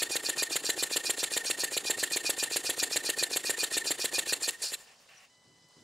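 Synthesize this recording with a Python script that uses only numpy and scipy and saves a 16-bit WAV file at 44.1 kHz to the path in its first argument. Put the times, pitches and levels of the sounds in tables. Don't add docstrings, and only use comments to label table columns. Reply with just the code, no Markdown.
import sys
import numpy as np
from scipy import signal
from scipy.fft import rfft, irfft, next_fast_len
from scipy.io import wavfile
from scipy.ndimage import uniform_filter1d, map_coordinates

SR = 44100
rng = np.random.default_rng(int(sys.argv[2]) if len(sys.argv) > 2 else 0)


def dump_mix(stems):
    frames = np.atleast_2d(stems).T
    limited = np.clip(frames, -1, 1)
    pcm = np.round(limited * 32767).astype(np.int16)
    wavfile.write(sys.argv[1], SR, pcm)


N = 257103
T = np.arange(N) / SR


def amp(db):
    return 10 ** (np.asarray(db) / 20)


def unit(x):
    return x / np.sqrt(np.mean(x ** 2) + 1e-20)


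def along(points, hz):
    f, v = np.transpose(points)
    return np.interp(np.log(hz + 1), np.log(f + 1), v)


def flow(clock, points):
    at, db = np.transpose(points)
    return amp(np.interp(clock, at, db))


def filtered(x, response):
    m = next_fast_len(N + SR // 2)
    return irfft(rfft(x, m) * response(np.fft.rfftfreq(m, 1 / SR)), m)[..., :N]


def peak(f, hz, width_hz):
    return 1j * f * width_hz / (hz * hz - f * f + 1j * f * width_hz)


# f/Hz, width/Hz, lift/dB (scaled by each user's share)
BAY = [(220, 37, -10.5), (347, 18, 4.5), (451, 113, 5), (1804, 160, 8.5), (2240, 16, 0.5), (2730, 100, 9),
       (3048, 146, 7), (3410, 86, 6), (3617, 110, 7.5), (3997, 76, 8.5), (4295, 67, 8.5), (4406, 70, 6.5),
       (4716, 144, 7), (5110, 74, 6), (5506, 91, 9.5), (5710, 40, 13), (6570, 280, 8), (7195, 390, 7.5),
       (7373, 87, 7.5), (7900, 57, 3.5), (8184, 200, 6), (9240, 550, 3.5), (10100, 143, 1.5),
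       (10760, 470, 3.5)]


def cavities(f):
    return sum(db * abs(peak(f, hz, width)) ** 2 for hz, width, db in BAY)


# f/Hz, side re mid level/dB (before wide_db)
WIDTH = [(60, -32), (200, -40), (380, -32), (700, -15.5), (1290, -14), (1830, -21), (2600, -8.5),
         (4400, -18.5), (8120, -15), (12000, -24.5), (15000, -37)]


def rush(spectrum, eddy_db, eddy_hz, patchy_db, bay=0.98, wide_db=0.):
    eddies = rng.standard_normal(int(N * eddy_hz / SR) + 4)
    flutter = map_coordinates(eddies, [np.arange(N) * eddy_hz / SR])
    z = signal.stft(rng.standard_normal((2, N)), nperseg=256)[2]
    field = uniform_filter1d(rng.standard_normal(z.shape[1:]), size=3, axis=0)
    field = uniform_filter1d(field, size=3, axis=1)
    patchy = signal.istft(z * amp(patchy_db * unit(field)), nperseg=256)[1][:, :N]
    air = patchy * amp(eddy_db * flutter)

    def colour(f):
        ring_db = bay * cavities(f) * [[1], [.6]]
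        side_db = along(WIDTH, f) + wide_db
        return amp(along(spectrum, f) + ring_db + [0 * f, side_db])

    mid, side = filtered(air, colour)
    return unit(np.array([mid + side, mid - side]))


# f/Hz, relative level/dB per Hz
STREET = [(290, -15), (500, -3.5), (804, -2.5), (983, -4.5), (1880, -13), (2050, -7), (2140, -14),
          (2810, -15), (2940, -9.5), (3290, -11), (5000, -7), (8760, -14), (15600, -34)]
# t/s, level/dB rms
STREET_DB = [(4.8, -59), (5.3, -66), (5.6, -67), (5.83, -63)]


def street():
    return flow(T, STREET_DB) * rush(STREET, eddy_db=1.0, eddy_hz=29.4, patchy_db=2.2, bay=.4, wide_db=8)


# f/Hz, relative level/dB per Hz
BREEZE = [(20, -40), (40, -22), (70, -12), (130, 0.5), (200, -1.5), (330, -7), (470, -9), (600, -21),
          (1300, -120)]
# t/s, level/dB rms
AIR = [(4.8, -74), (4.95, -78), (5.33, -77), (5.42, -74), (5.46, -66.5), (5.68, -72), (5.745, -80),
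       (5.775, -63), (5.83, -60)]


def breeze():
    return flow(T, AIR) * rush(BREEZE, eddy_db=0.5, eddy_hz=45, patchy_db=2.0, bay=0, wide_db=20.0)


# f/Hz, width/Hz, level/dB rms
WAVERING = (5035, 70, -76)


def wavering_tone():
    hz, width_hz, db = WAVERING
    return amp(db) * unit(filtered(rng.standard_normal(N), lambda f: peak(f, hz, width_hz) ** 2))


# f/Hz, level/dB rms
WHINE = [(1000, -81), (2000, -73), (3000, -75), (4000, -78.5), (6000, -81), (8000, -81), (9000, -85)]
WHINE_ON = 5.29


def actuator_whine():
    whine = sum(np.sqrt(2) * amp(db) * np.sin(2 * np.pi * (hz * T + rng.random())) for hz, db in WHINE)
    return whine * np.clip((T - WHINE_ON) / .012, 0, 1)


# t/s, f/Hz, level/dB rms (before the left-right balance)
CHIRP = [(5.15, 6000, -85), (5.162, 5930, -69), (5.18, 5830, -58), (5.19, 5790, -66), (5.198, 5780, -82)]


def bird():
    s, hz, db = np.transpose(CHIRP)
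    tone = np.sqrt(2) * np.sin(2 * np.pi * np.cumsum(np.interp(T, s, hz)) / SR)
    return amp(np.interp(T, s, db, -120, -120)) * tone * amp([[2.5], [-2.5]])


# t/s, starting level/dB (before the resonance)
TICKS = [(4.508, -21), (5.6874, -52)]


def ticks():
    out, t = np.zeros(N), np.arange(SR // 200) / SR
    for s, db in TICKS:
        out[round(s * SR):][:len(t)] = amp(db - 60 * t / 0.0047) * rng.standard_normal(len(t))
    return filtered(out, lambda f: peak(f, 7640, 9000))


# start t/s, length t/s, sigh level/dB, fizz level/dB (both before the envelope)
SIGHS = [(4.79, 0.053, -64, -64), (4.874, 0.067, -60.5, -74), (5.003, 0.045, -69, -71),
         (5.091, 0.16, -59, -71)]
SIGH_ATTACK_S, SIGH_RELEASE_S = 0.041, 0.095
# f/Hz, relative level/dB per Hz
SIGH = [(290, -52), (500, -22), (782, -1.5), (938, -23), (1100, -2), (1190, -11), (2210, -4), (2780, -3),
        (3380, -15), (5420, -16), (5820, -20), (9000, -20), (11700, -52), (19800, -120)]
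FIZZ = [(2940, -30), (5000, -12), (6080, -18), (6590, -4), (10500, -3), (15600, -7)]


def coasting():
    shapes = []
    for s, length, *_ in SIGHS:
        ramp = [(-SIGH_ATTACK_S, -45), (0, 0), (length, 0), (length + SIGH_RELEASE_S, -45)]
        shapes.append(flow(T - s, ramp))
    sigh, fizz = amp(np.array(SIGHS)[:, 2:]).T @ np.array(shapes)
    return (sigh * rush(SIGH, eddy_db=0.1, eddy_hz=151, patchy_db=0.5, bay=0.74, wide_db=4)
            + fizz * rush(FIZZ, eddy_db=-0.3, eddy_hz=150, patchy_db=5.0, bay=.7, wide_db=6))


# f/Hz, relative level/dB per Hz
STARTER = [(35, -51), (60, -21), (210, -7.5), (286, 2), (423, -4), (617, -11.5), (786, -1.5), (1070, -16),
           (1500, -22), (1950, -42), (3300, -120)]
STARTER_DB, STARTER_OFF = -55, 4.5


def starter():
    fade = np.clip((STARTER_OFF - T) / 0.098, 0, 1)
    return amp(STARTER_DB) * fade * rush(STARTER, eddy_db=2.5, eddy_hz=61.7, patchy_db=4.5)


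# pop t/s, push whistle level/dB, draw whistle level/dB (both before the flow shapes)
TURNS = [(0.0218, -46, -43), (0.1565, -45, -44.5), (0.2895, -51, -40.5), (0.4242, -42, -41),
         (0.558, -48.5, -57), (0.693, -55, -42.5), (0.827, -48, -51), (0.962, -47, -44),
         (1.097, -46.5, -44.5), (1.2314, -52, -43.5), (1.367, -48.5, -40), (1.5015, -51, -43),
         (1.6361, -52, -40.5), (1.7683, -51, -61), (1.9007, -46.5, -39), (2.0302, -57, -45.5),
         (2.1629, -44.5, -42), (2.2952, -43, -58), (2.429, -46.5, -41), (2.5617, -48.5, -46),
         (2.6951, -49.5, -47), (2.8283, -48, -44), (2.9609, -47, -42.5), (3.0927, -51, -40),
         (3.2275, -44, -47), (3.362, -49, -56), (3.497, -47, -37.5), (3.6328, -43, -51), (3.77, -51, -36.5),
         (3.9074, -52, -67), (4.045, -49.5, -47), (4.1832, -42.5, -44.7), (4.3253, -46.5, -54),
         (4.4805, -48.5, -45.5), (4.7225, -57, -51)]
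TURN_S = 0.134
LEAD_S, LEAD_GROWS = 0.0487, 0.53
SLOW_FROM_S = .053


def pace():
    pop = np.transpose(TURNS)[0]
    turn_s = np.diff(pop, prepend=pop[0] - TURN_S)
    lead = LEAD_S + LEAD_GROWS * (turn_s - TURN_S)
    return lead, np.clip(lead / SLOW_FROM_S - 1, 0, 1) ** .5


VALVE_PHASE, SWELL_PHASE, BLAST_PHASE = -.36, -.27, .125
DRAWN_PHASE = .42
DRAWN_S, DRAWN_STALL_S = .0563, .052


def crank():
    pop = np.transpose(TURNS)[0]
    lead, slow = pace()
    count = np.arange(len(pop))
    blast_end = pop + 0.00436 + .255 * lead
    drawn = pop + DRAWN_S + DRAWN_STALL_S * slow
    times = [pop - lead, pop - lead + 0.01229, pop, blast_end, drawn]
    counts = [count + VALVE_PHASE, count + SWELL_PHASE, count, count + BLAST_PHASE, count + DRAWN_PHASE]
    return (np.append(np.ravel(times, order="F"), pop[-1] + .13),
            np.append(np.ravel(counts, order="F"), count[-1] + .499))


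# phase from the pop/half turns, level/dB (before scatter and stall loss)
THUDS = [(-.5, -26.5), (-.36, -8), (-.24, -27), (0, -1.5), (0.127, -13.5), (0.249, -34), (0.332, -38)]
# f/Hz, width/Hz, relative level/dB
INTAKE = [(459, 204, 0.5), (351, 107, -11.5), (800, 120, -22.5), (116, 128, -30)]
POP_DB, POP_STALL_DB, POP_SCATTER_DB = -27, -11.5, 0.66
OPEN_STALL_DB = -6


def valves():
    times, counts = crank()
    slow = pace()[1]
    phase, thud_db = np.transpose(THUDS)
    at = np.interp(np.arange(len(TURNS))[:, None] + phase, counts, times) - .0009
    pop_db = POP_DB + POP_STALL_DB * slow + POP_SCATTER_DB * rng.standard_normal(len(TURNS))
    soft_db = OPEN_STALL_DB * slow[:, None] * (phase < 0)
    vary_db = 1.1 * (phase != 0) * rng.standard_normal(at.shape)
    level = pop_db[:, None] + thud_db + soft_db + vary_db
    heard = at > 0
    kicks = np.bincount(np.round(at[heard] * SR).astype(int), -amp(level[heard] + 1), N)

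    def intake(f):
        ring = sum(amp(db) * peak(f, hz, width) * SR / (np.pi * width) for hz, width, db in INTAKE)
        dip = 1 - .5 * peak(f, 219, 118)
        low_cut, high_cut = 1j * f / (90 + 1j * f), 1 / (1 + 1j * f / 1200) ** 2
        return ring * dip * low_cut * high_cut

    return filtered(kicks, intake)


def whistle(phase, hz, wander_hz, glide_hz):
    drift = map_coordinates(rng.standard_normal(N // 400 + 4), [np.arange(N) / 400])
    pitch = hz + wander_hz * drift + glide_hz * phase
    return np.sqrt(2) * np.sin(2 * np.pi * np.cumsum(pitch) / SR)


# f/Hz, wander/Hz, glide/Hz per half turn
PUSH_NOTE = (2440, 13.76, -120)
DRAW_NOTE = (1825, 16.64, -40)
# f/Hz, relative level/dB per Hz
BLAST = [(88, -49), (150, -22), (596, -8), (1130, -14.5), (1840, -5.5), (4160, -9.5), (5350, -21.5),
         (7300, -3), (8370, -6.5), (8870, -12.5), (11000, -5), (15600, -20.5)]
BLAST_END = [(88, -50), (150, -13), (1150, -16.5), (1730, -4), (3050, -8.5), (4240, -1.5), (6010, -22.5),
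             (6500, -12), (8210, -0.5), (8870, -7.5), (12100, -8.5), (15600, -27)]
EARLY = [(88, -48), (150, -22), (541, -5), (1270, -10), (1990, -6), (2460, -16.5), (3050, -25), (4490, -13),
         (6130, -7), (8530, 3.5), (13900, -11.5), (15600, -24)]
LATE = [(88, -58), (150, -44), (454, -27), (1110, -18.5), (1730, -7.5), (1990, -33), (2410, -2.5),
        (3110, -13), (4490, 4), (6130, -4.5), (7160, -8), (15600, -21)]
DRAW = [(35, -50), (60, -25), (351, 1), (476, -1.5), (1180, -4), (1830, 1.5), (2720, -1.5), (4230, -1.5),
        (5340, -9), (7580, -0.5), (10300, -3), (15600, -16.5)]
# phase from the pop/half turns, relative level/dB
JET_FLOW = [(-.12, -45), (-.01, -6.5), (.07, 2.5), (.105, -1.5), (.125, -9), (.17, -41)]
EARLY_FLOW = [(-.41, -49), (-.335, -5), (-.285, 0.5), (-.2, -6), (-.04, -13), (.0, -45)]
LATE_FLOW = [(-.42, -47), (-.31, -7), (-.19, 0.56), (-.05, -5.5), (.0, -16), (.07, -42)]
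DRAW_FLOW = [(.07, -45), (.125, 2.3), (.17, -3), (.25, -3), (.32, -1), (.38, -4), (.46, -15), (.6, -42)]
LEAK_FLOW = [(-.6, -45), (-.5, -16.5), (-.46, -5.5), (-.4, 2.5), (-.37, -1.5), (-.34, 0), (-.18, -41)]
PUSH_SINGS = [(-.38, -45), (-.31, 1.5), (-.22, 5), (-.1, 4), (-.04, 1.5), (.04, -42)]
DRAW_SINGS = [(-.48, -40), (-.4, -2), (-.365, -6), (-.2, -46), (.0, 0.5), (.07, 0), (.2, -37), (.33, -0.5),
              (.41, 1.5), (.5, -34)]
HANDOVER = (0.042, 0.1)
JET_DB, JET_STALL_DB = -26, -9.5
PUSH_DB, PUSH_STALL_DB = -30.5, -3.5
DRAW_DB, DRAW_STALL_DB = -38.5, -14.5
FLOW_SCATTER_DB = 0.5
SING_STALL_DB, PUSH_SAG_DB = -60, -25


def open_cylinder():
    times, counts = crank()
    turns = np.interp(T, times, counts)
    which = np.round(turns).astype(int)
    last_pop = np.clip(turns, 0, None).astype(int)
    phase = turns - which
    stall = pace()[1]
    slow = stall[which]
    _, high_db, low_db = np.array(TURNS)[which].T
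    scatter = FLOW_SCATTER_DB * rng.standard_normal((len(TURNS), 3))
    blast_db = JET_DB + JET_STALL_DB * slow ** 4 + scatter[which, 0]
    push_db = PUSH_DB + PUSH_STALL_DB * slow + scatter[which, 1]
    draw_db = DRAW_DB + DRAW_STALL_DB * stall[last_pop] + scatter[last_pop, 2]
    leak_db = -7 * slow * (phase < 0)
    early_db = push_db - 4.0 + 4.5 * slow
    late_db = push_db + PUSH_SAG_DB * slow * (phase - SWELL_PHASE - .09)
    high_db = high_db + SING_STALL_DB * slow * (phase - SWELL_PHASE)
    low_db = low_db + leak_db - 14 * slow ** 4 * (phase > BLAST_PHASE)

    turn = np.pi / 2 * np.interp(phase, HANDOVER, [0, 1])
    jet = (np.cos(turn) * rush(BLAST, eddy_db=0.5, eddy_hz=599, patchy_db=2.0)
           + np.sin(turn) * rush(BLAST_END, eddy_db=1.0, eddy_hz=613, patchy_db=3))
    blast = flow(phase, JET_FLOW) * amp(blast_db) * jet
    early = flow(phase, EARLY_FLOW) * amp(early_db) * rush(EARLY, eddy_db=2.0, eddy_hz=403, patchy_db=4)
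    late = flow(phase, LATE_FLOW) * amp(late_db) * rush(LATE, eddy_db=1.5, eddy_hz=301.3, patchy_db=1.5)
    draw_flow = flow(phase % 1, DRAW_FLOW) + flow(phase % 1 - 1, LEAK_FLOW)
    draw = draw_flow * amp(draw_db + leak_db) * rush(DRAW, eddy_db=0.33, eddy_hz=295, patchy_db=2.0)
    high = flow(phase, PUSH_SINGS) * amp(high_db) * whistle(phase + 0.12, *PUSH_NOTE)
    low = flow(phase, DRAW_SINGS) * amp(low_db) * whistle(phase - .36, *DRAW_NOTE)
    moving = T < times[-1]
    return moving * (blast + early + late + draw + high * amp([[-2.5], [2.5]]) + low)


def scene():
    surroundings = street() + breeze() + wavering_tone() + actuator_whine() + bird()
    engine = ticks() + coasting() + starter() + valves() * amp([[-.15], [.15]]) + open_cylinder()
    return surroundings + engine * amp([[-.12], [.12]])


def record(dry):
    return filtered(dry, lambda hz: hz < 15730)


dry = scene()
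out = record(dry)
dump_mix(out)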